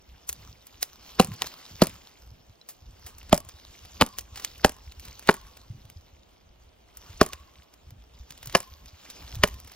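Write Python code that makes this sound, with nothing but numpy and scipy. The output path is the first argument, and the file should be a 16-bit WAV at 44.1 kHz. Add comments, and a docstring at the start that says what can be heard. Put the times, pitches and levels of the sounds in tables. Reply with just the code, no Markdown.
"""Axe chopping a pine log

A small axe chops into a fallen log in a forest, an arm's length away. Each blow is a blade force driving
the log's resonances, with a bright burst of breaking fibres; nearby trunks scatter the crack back.
Between blows twigs snap as runs of tiny fractures, leaves and sleeve rustle as moving noise,
and footing bumps as short low pulses, over the faint wash and low rumble of the air.
"""
import sys
import numpy as np
from scipy import signal
from scipy.fft import rfft, irfft
from scipy.io import wavfile
from scipy.ndimage import uniform_filter1d

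SR = 44100
rng = np.random.default_rng(int(sys.argv[2]) if len(sys.argv) > 2 else 0)


def generate_wav(sig):
    """Save sig (samples, or channels by samples) to the path in sys.argv[1] as 16-bit PCM at SR."""
    pcm = np.round(np.clip(np.atleast_2d(sig).T, -1, 1) * 32767).astype(np.int16)
    wavfile.write(sys.argv[1], SR, pcm)


N = 429975

# Still forest air: (frequency [Hz], level [dB])
AIR_COLOUR = [(40, -1.5), (150, 5.5), (350, 4.5), (700, 4), (1200, -3.5), (2000, -9), (3200, -6.5),
              (6000, -24), (16000, -38.5)]
# Level of the low rumble of air and handling: (time [s], level [dB])
RUMBLE_LEVEL = [(0, -58), (.45, -57.5), (1, -64.5), (1.3, -53.5), (1.55, -76.5), (1.8, -57.5), (2.15, -65),
                (2.3, -53), (2.62, -73), (2.85, -52), (3.4, -50), (3.7, -58), (4.5, -53), (5.8, -52.5),
                (6.35, -62), (6.6, -59), (6.9, -58.5), (7.32, -51), (7.7, -65), (8.22, -50.5), (9.2, -60),
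                (9.4, -41), (9.75, -58.5)]
# Tone of that rumble: (frequency [Hz], level [dB])
RUMBLE_TONE = [(15, -19), (35, -7.5), (62, 2), (85, -7.5), (130, -15.5), (250, -25), (800, -57)]
# Decay of the far forest tail: (frequency [Hz], t60 [s])
FOREST_DECAY = [(60, .5), (200, 0.52), (600, 0.26), (1100, 0.7), (2500, 0.49), (6000, 0.43), (14000, 0.19)]
# Tone of the far forest tail: (frequency [Hz], level [dB])
FOREST_TONE = [(60, 0), (200, -10), (600, -10.5), (900, -7.5), (1090, -6.5), (1350, -10.5), (1690, -5.5),
               (2000, -8.5), (3000, -11.5), (7000, -4), (14000, -1)]
# Loudest soft bumps of footing and handling: (time [s], frequency [Hz], envelope peak [dB])
SOFT_BUMPS = [(.3, 70, -43.5), (.385, 96, -49), (.485, 102, -42), (1.244, 150, -37), (1.285, 173, -30.5),
              (1.311, 137, -31), (1.327, 102, -35), (2.316, 104.7, -43), (2.494, 102.3, -46.5),
              (2.82, 79.7, -43), (2.929, 84, -44.5), (3.045, 80, -41.5), (3.23, 76, -45),
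              (3.464, 86.5, -42), (3.54, 73.7, -42.5), (4.325, 82, -39.5), (4.87, 66, -36),
              (4.971, 65.6, -38.5), (5.701, 110, -30), (5.745, 111, -39.5), (5.846, 105, -42),
              (5.96, 82, -37), (6.128, 74.3, -46.5), (7.096, 88.4, -40), (7.335, 70.7, -42),
              (7.4, 66.4, -44), (7.868, 71, -40), (7.92, 110.9, -40), (7.97, 74.8, -45), (8.2, 59.4, -36.5),
              (8.47, 125, -37), (8.715, 70.3, -41), (8.93, 78.7, -42.5), (9.335, 87, -36),
              (9.366, 105, -29), (9.393, 74, -27)]
# Dull shuffling as weight and grip shift: (middle [s], length [s], level [dB])
SHUFFLE_SPELLS = [(0.439, 0.26, -57), (1.289, 0.13, -43.5), (1.448, .06, -53), (1.735, .05, -48),
                  (1.917, 0.13, -51.5), (2.358, 0.13, -60), (5.756, 0.092, -51), (7.933, .13, -55.5)]
# Tone of the shuffling: (frequency [Hz], level [dB])
SHUFFLE_TONE = [(30, -21), (70, 0.5), (105, 0.5), (200, -9), (330, -20), (800, -43)]
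# The arm lifts or aims the axe and brushes leaves: (middle [s], length [s], level [dB], swish centre [Hz])
ARM_SWEEPS = [(0.091, 0.28, -62.5, 3145), (0.44, .24, -53.5, 3970), (0.805, 0.47, -57.5, 3160),
              (1.102, .15, -50.5, 3090), (1.333, .12, -50, 3087), (1.464, .058, -43, 5295),
              (1.591, .25, -49.5, 4080), (3.121, 0.41, -56.5, 4940), (3.823, 0.37, -51.5, 3234),
              (4.44, 0.18, -47, 3560), (4.56, 0.091, -59, 5220), (5.069, 0.14, -50, 5813),
              (5.24, 0.057, -53.5, 3040), (5.894, 0.43, -65.5, 4420), (6.331, 0.0524, -69, 3410),
              (7.091, 0.2, -53.5, 2850), (8.497, 0.36, -52.5, 2755), (9.102, 0.28, -50.5, 5040),
              (9.293, 0.3, -49, 5150), (9.727, 0.24, -53.5, 4200)]
# Tone of rubbing sleeve and leaves: (frequency [Hz], level [dB])
RUSTLE_TONE = [(100, 2), (250, 6.5), (600, 2), (1100, 3), (2000, -2.5), (3000, -2), (6000, 2.5),
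               (11000, -6.5), (14000, -2), (16000, -13.5)]
# Pitch range of buckling leaves: (lowest [Hz], highest [Hz])
CRINKLE_RANGE = (1800, 7000)
# Loudest twigs and chips: (time [s], t60 [s], body [dB], crack [dB], snap [dB])
TWIG_SNAPS = [(.291, 0.024, -50, -45, -29), (0.2965, 0.028, -56, -46, -37.5),
              (0.3281, 0.019, -64, -51, -37.5), (0.6686, .02, -69.5, -63, -48.5),
              (0.8281, 0.022, -42.5, -32, -26.5), (1.318, .02, -53.5, -56, -64),
              (1.42, 0.025, -33.5, -29.5, -31.5), (1.443, .03, -44.5, -51.5, -52),
              (2.6888, 0.11, -56, -53, -40), (3.0642, 0.16, -53.5, -50.5, -43),
              (3.183, 0.035, -70.5, -64, -49), (3.2305, .015, -63, -62, -59),
              (3.295, 0.021, -56.5, -54, -54), (3.489, .03, -61, -66, -46.5),
              (4.1856, 0.014, -49.5, -42.5, -34.5), (4.192, .018, -58, -45, -41.5),
              (4.209, .025, -62, -58, -48), (4.358, 0.043, -56, -46.5, -49.5),
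              (4.373, 0.081, -53, -45, -47.5), (4.397, .05, -51, -53, -47), (4.422, .02, -58, -57, -54),
              (4.4478, 0.016, -51, -32.5, -34), (4.921, .02, -66, -54, -58), (4.997, .04, -72, -53.5, -48),
              (5.052, 0.024, -70, -54, -49.5), (5.083, .02, -61, -56, -54),
              (5.1945, 0.012, -60.5, -57, -46.5), (5.226, .02, -60, -60, -58.5),
              (5.274, 0.015, -54, -43.5, -43), (5.57, 0.027, -60.5, -60, -52.5),
              (5.9, 0.021, -63.5, -61.5, -52), (6.971, 0.034, -66.5, -61.5, -45),
              (7.3327, 0.018, -47, -42, -43.5), (7.739, .012, -73, -62.5, -58),
              (7.9065, .015, -68.5, -64, -57), (8.3062, 0.025, -61.5, -48.5, -48.5),
              (8.322, .02, -64, -56, -56), (8.3769, 0.044, -71, -57, -56),
              (8.4296, .026, -57.5, -55, -48.5), (8.4583, 0.025, -61.5, -60, -44.5),
              (8.4727, 0.023, -60, -49, -43), (8.497, .03, -57.5, -49, -54), (8.5258, .025, -60, -50, -50),
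              (8.8585, .025, -71.5, -58, -55.5), (9.052, .02, -60, -60, -60),
              (9.101, 0.068, -64, -49, -45.5), (9.354, .02, -62, -50, -46),
              (9.4752, 0.019, -52, -50, -40.5), (9.542, .025, -67, -58, -52), (9.601, .015, -66, -63, -50),
              (9.647, .02, -69, -60, -59), (9.675, .04, -59.5, -60, -52.5), (9.718, .018, -60, -59, -52.5)]
# Centres of the body, crack and snap bands: (frequency [Hz])
TWIG_BANDS = [1000, 4000, 11000]
# Centre levels of small flicks against the rustle: (body [dB], crack [dB], snap [dB])
FLICK_LEVELS = [-18, -14, -5.5]
# Ring of the steel head: (frequency [Hz], t60 [s], level [dB])
HEAD_RING = [(4010, 0.033, -43), (5387, .022, -46.5)]
# Faint woody note lingering after each blow: (frequency [Hz], width [Hz], t60 [s], level against blow [dB])
WOODY_NOTE = (1055, 170.5, 1.08, -46.5)
# Neighbouring trunks: (delay after the first echo [s], level [dB])
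TRUNK_ECHOES = [(0, -1.5), (.007, -9.5), (.02, -16), (0.0332, -5), (.059, -18), (.105, -26.5)]
# Tone of the scatter off the bark: (frequency [Hz], level [dB])
ECHO_TONE = [(500, -12.5), (2500, -6.5), (4000, -12.5), (5000, -5), (8500, 0), (11000, 4.5), (13000, -3.5),
             (16000, -14)]
# Tone of the splintering fibres: (frequency [Hz], level [dB])
SPLINTER_TONE = [(150, -13), (500, 2), (1000, 6.5), (1600, -3), (3000, -7.5), (5200, -3.5), (8000, -12.5),
                 (16000, -20)]
# Resonances of log and axe: (frequency [Hz], t60 [s], relative level [dB])
LOG_MODES = [(196.55, 0.044, 5.5), (248, 0.04, 4), (352, 0.026, -5), (470, 0.04, -6.5), (593, 0.05, -9),
             (1098, 0.015, -9), (1690, 0.042, -8), (2410, .04, -12), (2940, 0.012, -1), (4285, 0.0087, -8),
             (5450, .025, -9)]
# Wood around the cut, which rings anew as chips loosen; one list a blow of (frequency [Hz], level [dB])
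CUT_MODES = [
    [(400, -2), (505, 11), (745, 12.5), (1140, 2.5), (2790, 11), (4130, 15)],
    [(380, 5.5), (625, 10.5), (822, 1.5), (1065, 14), (2950, 3.5), (4700, 14.5)],
    [(580, 10.5), (660, 1), (895, 6.5), (2000, 9), (3280, 11.5), (5800, 9)],
    [(236, 9.5), (511, 2.5), (890, 9.5), (1210, -1), (4650, 9.5)],
    [(436, 12.5), (630, 9.5), (760, 9), (1700, 0), (3100, 8.5), (4600, 4)],
    [(425, 14), (644, 14), (885, 10.5), (1138, 1.5), (4600, 5)],
    [(430, 12), (615, 9.5), (1080, 5), (1345, 10), (4800, 1.5)],
    [(388, 8), (530, 13), (685, 13), (1092, 4), (2980, 5.5), (5620, 7.5)],
    [(428, 11.5), (598, 11), (990, 3), (1740, 1), (2960, 8), (4810, 11)],
]
# Centres of the eight bands of a blow, push to snap: (frequency [Hz])
BLOW_BANDS = [70, 200, 450, 900, 1700, 3000, 5200, 11000]
# One row a blow: (time [s], bite time [s], stop force [x first contact], slip force before toning [relative],
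# push [dB], thud [dB], knock [dB], clack [dB], rap [dB], crack [dB], splinter [dB], snap [dB],
# lag of first echo [s], echo [dB], shaken leaves [dB])
BLOWS = [(1.1971, .0045, 0.16, 2, -31, -14.5, -17.5, -18, -27, -27.5, -22.5, -23.5, .016, -29.5, -49.5),
         (1.8188, 0.0056, .25, 2, -28.5, -14, -15.5, -25, -30.5, -31, -22.5, -25.5, 0.018, -29.5, -46),
         (3.3273, .002, 0.053, 2, -22, -16, -16, -17, -30.5, -25.5, -29.5, -24, .017, -28, -59),
         (4.0112, .0098, 1.48, 2.2, -25.5, -25, -22, -19.5, -23, -21.5, -27, -23.5, .019, -35.5, -53.5),
         (4.6459, 0.0027, 0.27, 2, -25, -20.5, -18.5, -18.5, -19.5, -24, -24, -23.5, 0.015, -32.5, -52.5),
         (5.2894, 0.0067, .2, 2, -32.5, -19, -19, -17.5, -15, -27.5, -33, -33, .019, -33.5, -50),
         (7.2126, 0.0022, .45, 1.7, -24.5, -16.5, -17.5, -19.5, -19, -36.5, -23, -28, .0172, -33, -51),
         (8.5502, .005, 0.293, 1.5, -37, -26, -24.5, -21.5, -19.5, -25.5, -24, -27.5, 0.02, -33.5, -55.5),
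         (9.436, 0.0044, .43, 1, -29, -28.5, -25, -23, -18, -23, -24.5, -25.5, 0.016, -43.5, -53.5)]
# Phase between the microphone ports: (frequency [Hz], lead of the left port [radians])
PORT_LEAD = [(0, 0), (550, 0.5), (900, 0.7), (2000, 0.8), (4200, 1.3255), (5800, 1.597), (9000, 3),
             (13400, 4), (16000, 8.5)]

REST_DB = -67  # leaves while the arm rests
DOWNSWING_DB_PER_S, SETTLE_DB_PER_S = 74.5, 43.5  # leaves swell as the axe falls, die as branches settle
SWAY_DB, SWAY_DB_PER_S = -61.5, 11  # the sapling sways on for longer
DRAUGHT_DB, DRAUGHT_DB_PER_S = -52.5, 72  # air pushed past the microphone: peak, and slope either side
NUDGES_PER_S, NUDGE_HZ, NUDGE_DB = 1.7, 85.56, 1.5  # fainter random bumps; dB above the rumble
CRINKLES_PER_S, CRINKLE_T60_S, CRINKLE_DB = 260, .011, -6.5  # rate over all leaves; dB against the rub
FLICKS_PER_S, FLICK_T60_S, FLICK_SPREAD_DB = 2.1, 0.017, 4.5  # smaller twigs at random
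TINK_S = 2.6136  # the blade is worked loose
SIZE, LEAD = 8192, .02  # length of a short sound [samples], and its run-up before the contact [s]
T = np.arange(SIZE) / SR - LEAD  # time from the contact, for one short sound
CLOCK = np.arange(N) / SR  # time through the whole scene
EDGE_HZ = 16300  # upper band limit


def amp(db):
    """Decibels to gain."""
    return 10 ** (np.asarray(db) / 20)


def unit(x):
    """Scales to rms 1."""
    return x / np.sqrt(np.mean(x ** 2) + 1e-20)


def unit_burst(x):
    """Scales a short sound to rms 1 with its energy counted over 20 ms."""
    return unit(x) * np.sqrt(.02 * SR / SIZE)


def read(points, hz):
    """Reads a table along a log-frequency axis."""
    f, value = np.transpose(points)
    return np.interp(np.log(hz + 1), np.log(f + 1), value)


def bins(x):
    """Frequencies of the spectrum of x."""
    return np.fft.rfftfreq(x.shape[-1], 1 / SR)


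def colour(x, points):
    """Filters x by a (Hz, dB) spectrum."""
    return irfft(rfft(x) * amp(read(points, bins(x))), x.shape[-1])


def add(mix, s, sound):
    """Mixes a sound in at time s."""
    part = mix[max(round(s * SR), 0):][:len(sound)]
    part += sound[:len(part)]


def voiced(x, centres_hz, levels_db):
    """Gives each overlapping band of a short sound its level, counted over 20 ms."""
    spectrum, pitch = rfft(x), np.log(bins(x) + 1)
    bands = np.array([np.interp(pitch, np.log(centres_hz), w) for w in np.eye(len(centres_hz))])
    power = 2 * bands ** 2 @ abs(spectrum) ** 2 / len(x) / (.02 * SR)
    gains = amp(levels_db) / np.sqrt(power + 1e-20)
    return irfft(spectrum * (gains @ bands))


def crackle(count, per_s, spread_db):
    """A train of tiny fractures of very unequal size, over count samples."""
    size = amp(spread_db * np.minimum(rng.exponential(1, count), 4))
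    return unit(size * rng.standard_normal(count) * (rng.random(count) < per_s / SR))


def wander(hz):
    """Slow chance of rms 1, up to about hz."""
    knots = rng.standard_normal(2000)
    return unit(np.interp(CLOCK * 2 * hz, np.arange(len(knots)), knots))


def dying(t60, hold=0):
    """An envelope that starts at the contact, holds, and dies."""
    return (T >= 0) * amp(-60 * np.maximum(T - hold, 0) / max(t60, 1e-4))


def swell(s, db, rise_db_per_s, fall_db_per_s):
    """Power that climbs to a peak at time s and falls away."""
    rise = rise_db_per_s * np.maximum(s - CLOCK, 0)
    fall = fall_db_per_s * np.maximum(CLOCK - s, 0)
    return amp(db - rise - fall) ** 2


def scattered_events(per_s, count=200):
    """Loosely spaced random moments: rows (s, a normal draw for size, another for colour)."""
    place, size, tint = rng.standard_normal((count, 3)).T
    times = (np.arange(count) + .5 + .5 * place) / per_s
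    return [row for row in zip(times, size, tint) if 0 < row[0] < N / SR - LEAD]


def rumble_db(s):
    """Level of the low rumble at time s."""
    return np.interp(s, *np.transpose(RUMBLE_LEVEL))


def air(still_db=-63.0, gust_db=4.5):
    """The faint wash of the forest, and lumpy low air on the microphone that swells with each swing."""
    wash = unit(colour(rng.standard_normal((2, N)), AIR_COLOUR))
    rumble = colour(rng.standard_normal(N), RUMBLE_TONE)
    lumps = unit(rumble * amp(gust_db * wander(hz=10)))
    draught = sum(swell(s, DRAUGHT_DB, DRAUGHT_DB_PER_S, DRAUGHT_DB_PER_S) for s, *_ in BLOWS)
    return amp(still_db) * wash + lumps * np.sqrt(amp(rumble_db(CLOCK)) ** 2 + draught)


def forest(x, near_db=-21, far_db=-32):
    """Ground and brush scatter the sound at once and soak it up; far trees leave a thin tail in each ear."""
    t = np.arange(4 * SIZE) / SR
    near = rng.standard_normal(len(t)) * amp(-60 * t / .11) * (t > .004)
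    near = colour(near / np.linalg.norm(near),
                  [(100, 5.5), (300, 4.5), (700, 0.0), (2000, -8.5), (5000, -5.0), (12000, -2.5)])
    # the far tail dies at its own rate in each frequency band
    hz, at, z = signal.stft(rng.standard_normal((2, len(t))) * (t > .015), SR, nperseg=256)
    decay = amp(-60 * at / read(FOREST_DECAY, hz)[:, None])
    far = signal.istft(z * decay, SR, nperseg=256)[1][:, :len(t)]
    far = colour(far / np.linalg.norm(far[0]), FOREST_TONE)
    return signal.fftconvolve(x[None], amp(near_db) * near + amp(far_db) * far, axes=1)[:, :N]


def bumps(cycles=0.66, spread_db=1.0, spread_octaves=0.35):
    """Dull pushes of foot and hand that swell and die within a few cycles."""
    out = np.zeros(N)
    nudges = [(s, NUDGE_HZ * 2 ** (spread_octaves * tint), rumble_db(s) + NUDGE_DB + spread_db * size)
              for s, size, tint in scattered_events(NUDGES_PER_S)]
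    for s, hz, db in SOFT_BUMPS + nudges:
        turns = np.maximum(T, 0) * hz
        envelope = turns / cycles * np.exp(1 - turns / cycles)
        add(out, s - LEAD, amp(db) * envelope * np.sin(2 * np.pi * turns))
    return out


def shuffles():
    """A low, unbroken flutter for each shift of weight or grip."""
    level = sum(amp(db) / (1 + (2 * (CLOCK - s) / length) ** 6) for s, length, db in SHUFFLE_SPELLS)
    return unit(colour(rng.standard_normal(N), SHUFFLE_TONE)) * level


def motion():
    """How hard sleeve and leaves rub: a hump for each arm sweep, a swell and a settling for each blow."""
    power = amp(REST_DB) ** 2
    for s, length, db, _ in ARM_SWEEPS:
        power = power + amp(db) ** 2 / (1 + (2 * (CLOCK - s) / length) ** 2) ** 2
    for s, *_, leaves_db in BLOWS:
        power += swell(s, leaves_db, DOWNSWING_DB_PER_S, SETTLE_DB_PER_S)
        power += swell(s, SWAY_DB, DOWNSWING_DB_PER_S, SWAY_DB_PER_S)
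    return np.sqrt(power)


def patches(shape, bands, frames):
    """Smooth random patches of rms 1 across a spectrogram."""
    across = uniform_filter1d(rng.standard_normal(shape), size=bands, axis=0)
    return unit(uniform_filter1d(across, size=frames, axis=1))


def patchy(x, patch_db=2.5, fold_db=1.5, swish_db=2.0, swish_octaves=.22, drift_octaves=.12):
    """Different leaves and folds rub in turn, in small and broad patches; sweeps steer a drifting swish."""
    hz, at, z = signal.stft(x, SR, nperseg=512)
    leaves = patches(z.shape, bands=7, frames=9)
    folds = patches(z.shape, bands=25, frames=14)
    middles, _, _, swish_hz = np.transpose(ARM_SWEEPS)
    drift = drift_octaves * np.interp(at, CLOCK, wander(hz=9.5))
    centre = np.log2(np.interp(at, middles, swish_hz)) + drift
    swish = np.exp(-.5 * ((np.log2(hz + 1)[:, None] - centre) / swish_octaves) ** 2)
    gain = amp(patch_db * leaves + fold_db * folds + swish_db * swish)
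    return signal.istft(z * gain, nperseg=512)[1][:N]


def crinkles(count=20, spread_db=3.0, octaves=.33):
    """Single leaves and folds buckle in separate dry crackles, each leaf with its own pitch."""
    t = np.arange(1024) / SR
    out = np.zeros(N)
    for hz in np.geomspace(*CRINKLE_RANGE, count):
        leaf = rng.standard_normal(len(t)) * amp(-60 * t / CRINKLE_T60_S)
        band = np.exp(-.5 * (np.log2((bins(t) + 1) / hz) / octaves) ** 2)
        leaf = irfft(rfft(np.roll(leaf, len(t) // 8)) * band)
        out += unit(signal.oaconvolve(crackle(N, CRINKLES_PER_S / count, spread_db), leaf)[:N])
    return unit(out)


def rustle(moving, flutter_db=1.12, grain_db=-3, clump_db=4, apart=0.43):
    """Sleeve and leaves rub in a soft hiss with clumps of dry ticks; it dies away when the arm rests."""
    ticks = crackle(N, per_s=770, spread_db=4.0) * amp(clump_db * wander(hz=22.45))
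    rasp = rng.standard_normal(200) * np.exp(-np.arange(200) / 30)
    ticks = signal.oaconvolve(ticks, rasp)[:N]
    rub = patchy(colour(rng.standard_normal(N) + amp(grain_db) * unit(ticks), RUSTLE_TONE))
    # a part that is independent left and right
    scattered = colour(rng.standard_normal((2, N)),
                       [(100, -0.5), (1000, 7), (1800, 0.5), (3000, 10.5), (5000, -2.5), (9000, -23.0),
                        (16000, -27.5)])
    leaves = unit(unit(rub) + amp(CRINKLE_DB) * crinkles() + apart * unit(scattered))
    return leaves * moving * amp(flutter_db * wander(hz=16))


def twig(t60, levels_db, break_gain=1.0, lead_in=0.12, lead_in_t60=0.079):
    """Faint noise swells briefly, then a snap and a quick run of smaller fractures."""
    before = lead_in * (T < 0) * amp(-60 * abs(T) / lead_in_t60)
    shape = dying(t60) + break_gain * dying(0.0041) + 0.079 * dying(0.12) + before
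    burst = crackle(SIZE, per_s=21000, spread_db=3.5) * shape
    burst = colour(burst, [(60, -21.0), (250, -4.5), (600, -0.5), (11000, 2.0), (14000, -2.0), (16000, -6.0)])
    return voiced(burst, TWIG_BANDS, levels_db)


def twigs(moving, count=12):
    """The loud snaps, and small flicks that are as strong as the leaves are moving."""
    out = np.zeros(N)
    for s, t60, *levels_db in TWIG_SNAPS:
        add(out, s - LEAD, twig(t60, levels_db))
    flicks = [twig(FLICK_T60_S, FLICK_LEVELS + FLICK_SPREAD_DB * rng.standard_normal(len(FLICK_LEVELS)))
              for _ in range(count)]
    for k, (s, size, _) in enumerate(scattered_events(FLICKS_PER_S)):
        add(out, s - LEAD, moving[int(s * SR)] * amp(FLICK_SPREAD_DB * size) * flicks[k % count])
    return out


def tink():
    """The steel head rings faintly as it comes free of the cut."""
    out = np.zeros(N)
    ringing = sum(amp(db) * dying(t60) * np.sin(2 * np.pi * hz * T) for hz, t60, db in HEAD_RING)
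    add(out, TINK_S - LEAD, ringing)
    return out


def after_ring(x):
    """A narrow, fuzzy resonance that the blows set going."""
    hz, width_hz, t60, db = WOODY_NOTE
    t = np.arange(SR) / SR
    band = 1 / (1 + (2 * (bins(t) - hz) / width_hz) ** 2)
    note = irfft(rfft(rng.standard_normal(SR)) * band, SR) * amp(-60 * t / t60)
    return signal.fftconvolve(x, amp(db) * note / np.linalg.norm(note))[:N]


def echo(t60=0.0062, tail=0.099):
    """Rough bark scatters mostly the treble of the crack."""
    shape = dying(t60) + tail * dying(0.07)
    return unit_burst(colour(crackle(SIZE, per_s=34000, spread_db=3.0) * shape, ECHO_TONE))


def lead_in_noise(db=-25, rise_t60=0.034):
    """A faint rush of noise swells just before each blow."""
    rush = unit(colour(rng.standard_normal(SIZE),
                       [(60, -5), (300, -3.0), (800, -4.5), (1500, -6.5), (5000, -9.0), (8000, -33.5)]))
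    return amp(db) * rush * (T < 0) * amp(-60 * abs(T) / rise_t60)


def splinters(db=-32.5, per_s=900, t60=0.11, onset_s=0.0059, grain_t60=.005, count=4):
    """Strained fibres go on giving way after the blow, in groups that each have their own short rasp."""
    settling = dying(t60) * np.clip(T / onset_s, 0, 1)
    out = np.zeros(SIZE)
    for _ in range(count):
        breaks = crackle(SIZE, per_s=per_s / count, spread_db=3.5) * settling
        rasp = rng.standard_normal(SIZE) * amp(-60 * (T + LEAD) / grain_t60)
        out += signal.fftconvolve(breaks, rasp)[:SIZE]
    return amp(db) * unit_burst(colour(out, SPLINTER_TONE))


def blade_force(bite, stop, slip, tear_t60=0.0084, stop_s=.0005):
    """The blade hits, slips through the fibres and stops with a second knock; a longer bite tears for longer."""
    force = crackle(SIZE, per_s=6000, spread_db=1.5) * dying(tear_t60, bite)
    force *= slip / np.linalg.norm(force)
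    # the small slips carry little bass
    force = colour(force, [(150, -19.5), (600, -9.5), (1300, -4.5), (3000, 3.0)])
    force[round(LEAD * SR)] += 1
    force[round((LEAD + bite + stop_s) * SR)] += stop
    return force


def ring(hz, mode_hz, t60):
    """Frequency response of one mode, with gain 1 at its pitch."""
    width = np.log(1000) / (np.pi * t60)
    return 1j * hz * width / (mode_hz ** 2 - hz ** 2 + 1j * hz * width)


def log_answer(force, cut, ring_db=-1, cut_q=7, bend_s=0.005687):
    """The log rings alike every time, the cut anew; bending waves bring the crack first, the thud last."""
    hz = bins(force)
    body = 1 + amp(ring_db) * sum(amp(db) * ring(hz, f, t60) for f, t60, db in LOG_MODES)
    for f, db in cut:
        body = body * (1 + amp(db) * ring(hz, f, np.log(1000) * cut_q / (np.pi * f)))
    # bending waves travel as the root of their frequency; summing the delay gives the phase
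    delay = bend_s * np.maximum(np.sqrt(LOG_MODES[0][0] / (hz + 20)) - .2, 0)
    wood = irfft(rfft(force) * body * np.exp(-2j * np.pi * np.cumsum(delay) * hz[1]))
    return colour(wood, [(15, -15.5), (50, -1.0), (120, -0.5), (3000, -1.0), (6000, -12.5), (16000, -26.0)])


def edge_burst(bite, second_snap=0.52, snap_t60=0.014):
    """The edge breaks bark and fibres in a short bright burst, and again as it stops."""
    again = second_snap * np.roll(dying(snap_t60), round(bite * SR))
    shape = dying(snap_t60, bite * 0.17) + again + 0.1 * dying(0.066, bite)
    burst = crackle(SIZE, per_s=14000, spread_db=3.0) * shape
    return colour(burst, [(200, -40.0), (1500, -9), (4500, -3.5), (7000, -2.5), (11000, -0.5),
                          (14000, -9.5), (16000, -21.5)])


def chop(bite, stop, slip, cut, levels_db):
    """One blow: the log answers the blade, the edge adds its burst, and each band takes its level."""
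    wood = log_answer(blade_force(bite, stop, slip), cut)
    return voiced(unit(wood) + amp(-6.5) * unit(edge_burst(bite)), BLOW_BANDS, levels_db)


def chopping(thud_echo_db=-29):
    """All blows; each trunk returns a faint copy of the blow and a bright scatter off its bark."""
    blows, echoes = np.zeros((2, N))
    for (s, bite, stop, slip, *levels_db, lag, echo_db, _), cut in zip(BLOWS, CUT_MODES):
        blow = chop(max(bite, .001), stop, slip, cut, levels_db)
        add(blows, s - LEAD, blow + lead_in_noise() + splinters())
        for delay, db in TRUNK_ECHOES:
            returned = amp(echo_db) * echo() + amp(thud_echo_db) * blow
            add(echoes, s - LEAD + lag + delay, amp(db) * returned)
    return blows, echoes


def scene():
    """Everything reaches two close microphone ports, the left one a little sooner."""
    blows, echoes = chopping()
    moving = motion()
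    sharp = blows + twigs(moving) + tink()
    background = air() + bumps() + shuffles() + rustle(moving)
    mix = background + forest(sharp) + after_ring(blows) + echoes + sharp
    hz = bins(mix)
    lead = np.interp(hz, *np.transpose(PORT_LEAD))
    # left level against right
    balance_db = read([(60, -.4), (250, -.9), (600, -2.4), (1100, .5), (2000, .3), (3800, -1.3), (9000, 0)], hz)
    side = np.array([[.5], [-.5]])  # each port takes half of the difference
    return irfft(rfft(mix) * amp(side * balance_db) * np.exp(1j * side * lead), N)


def record(dry, ceiling=0.8):
    """The loudest peaks are rounded off; then the band limit."""
    held = dry / (1 + (dry / ceiling) ** 4) ** (1 / 4)
    lowpass = signal.firwin(511, EDGE_HZ, window=("kaiser", 9), fs=SR)
    return signal.oaconvolve(held, lowpass[None], "same")


dry = scene()
out = record(dry)
generate_wav(out)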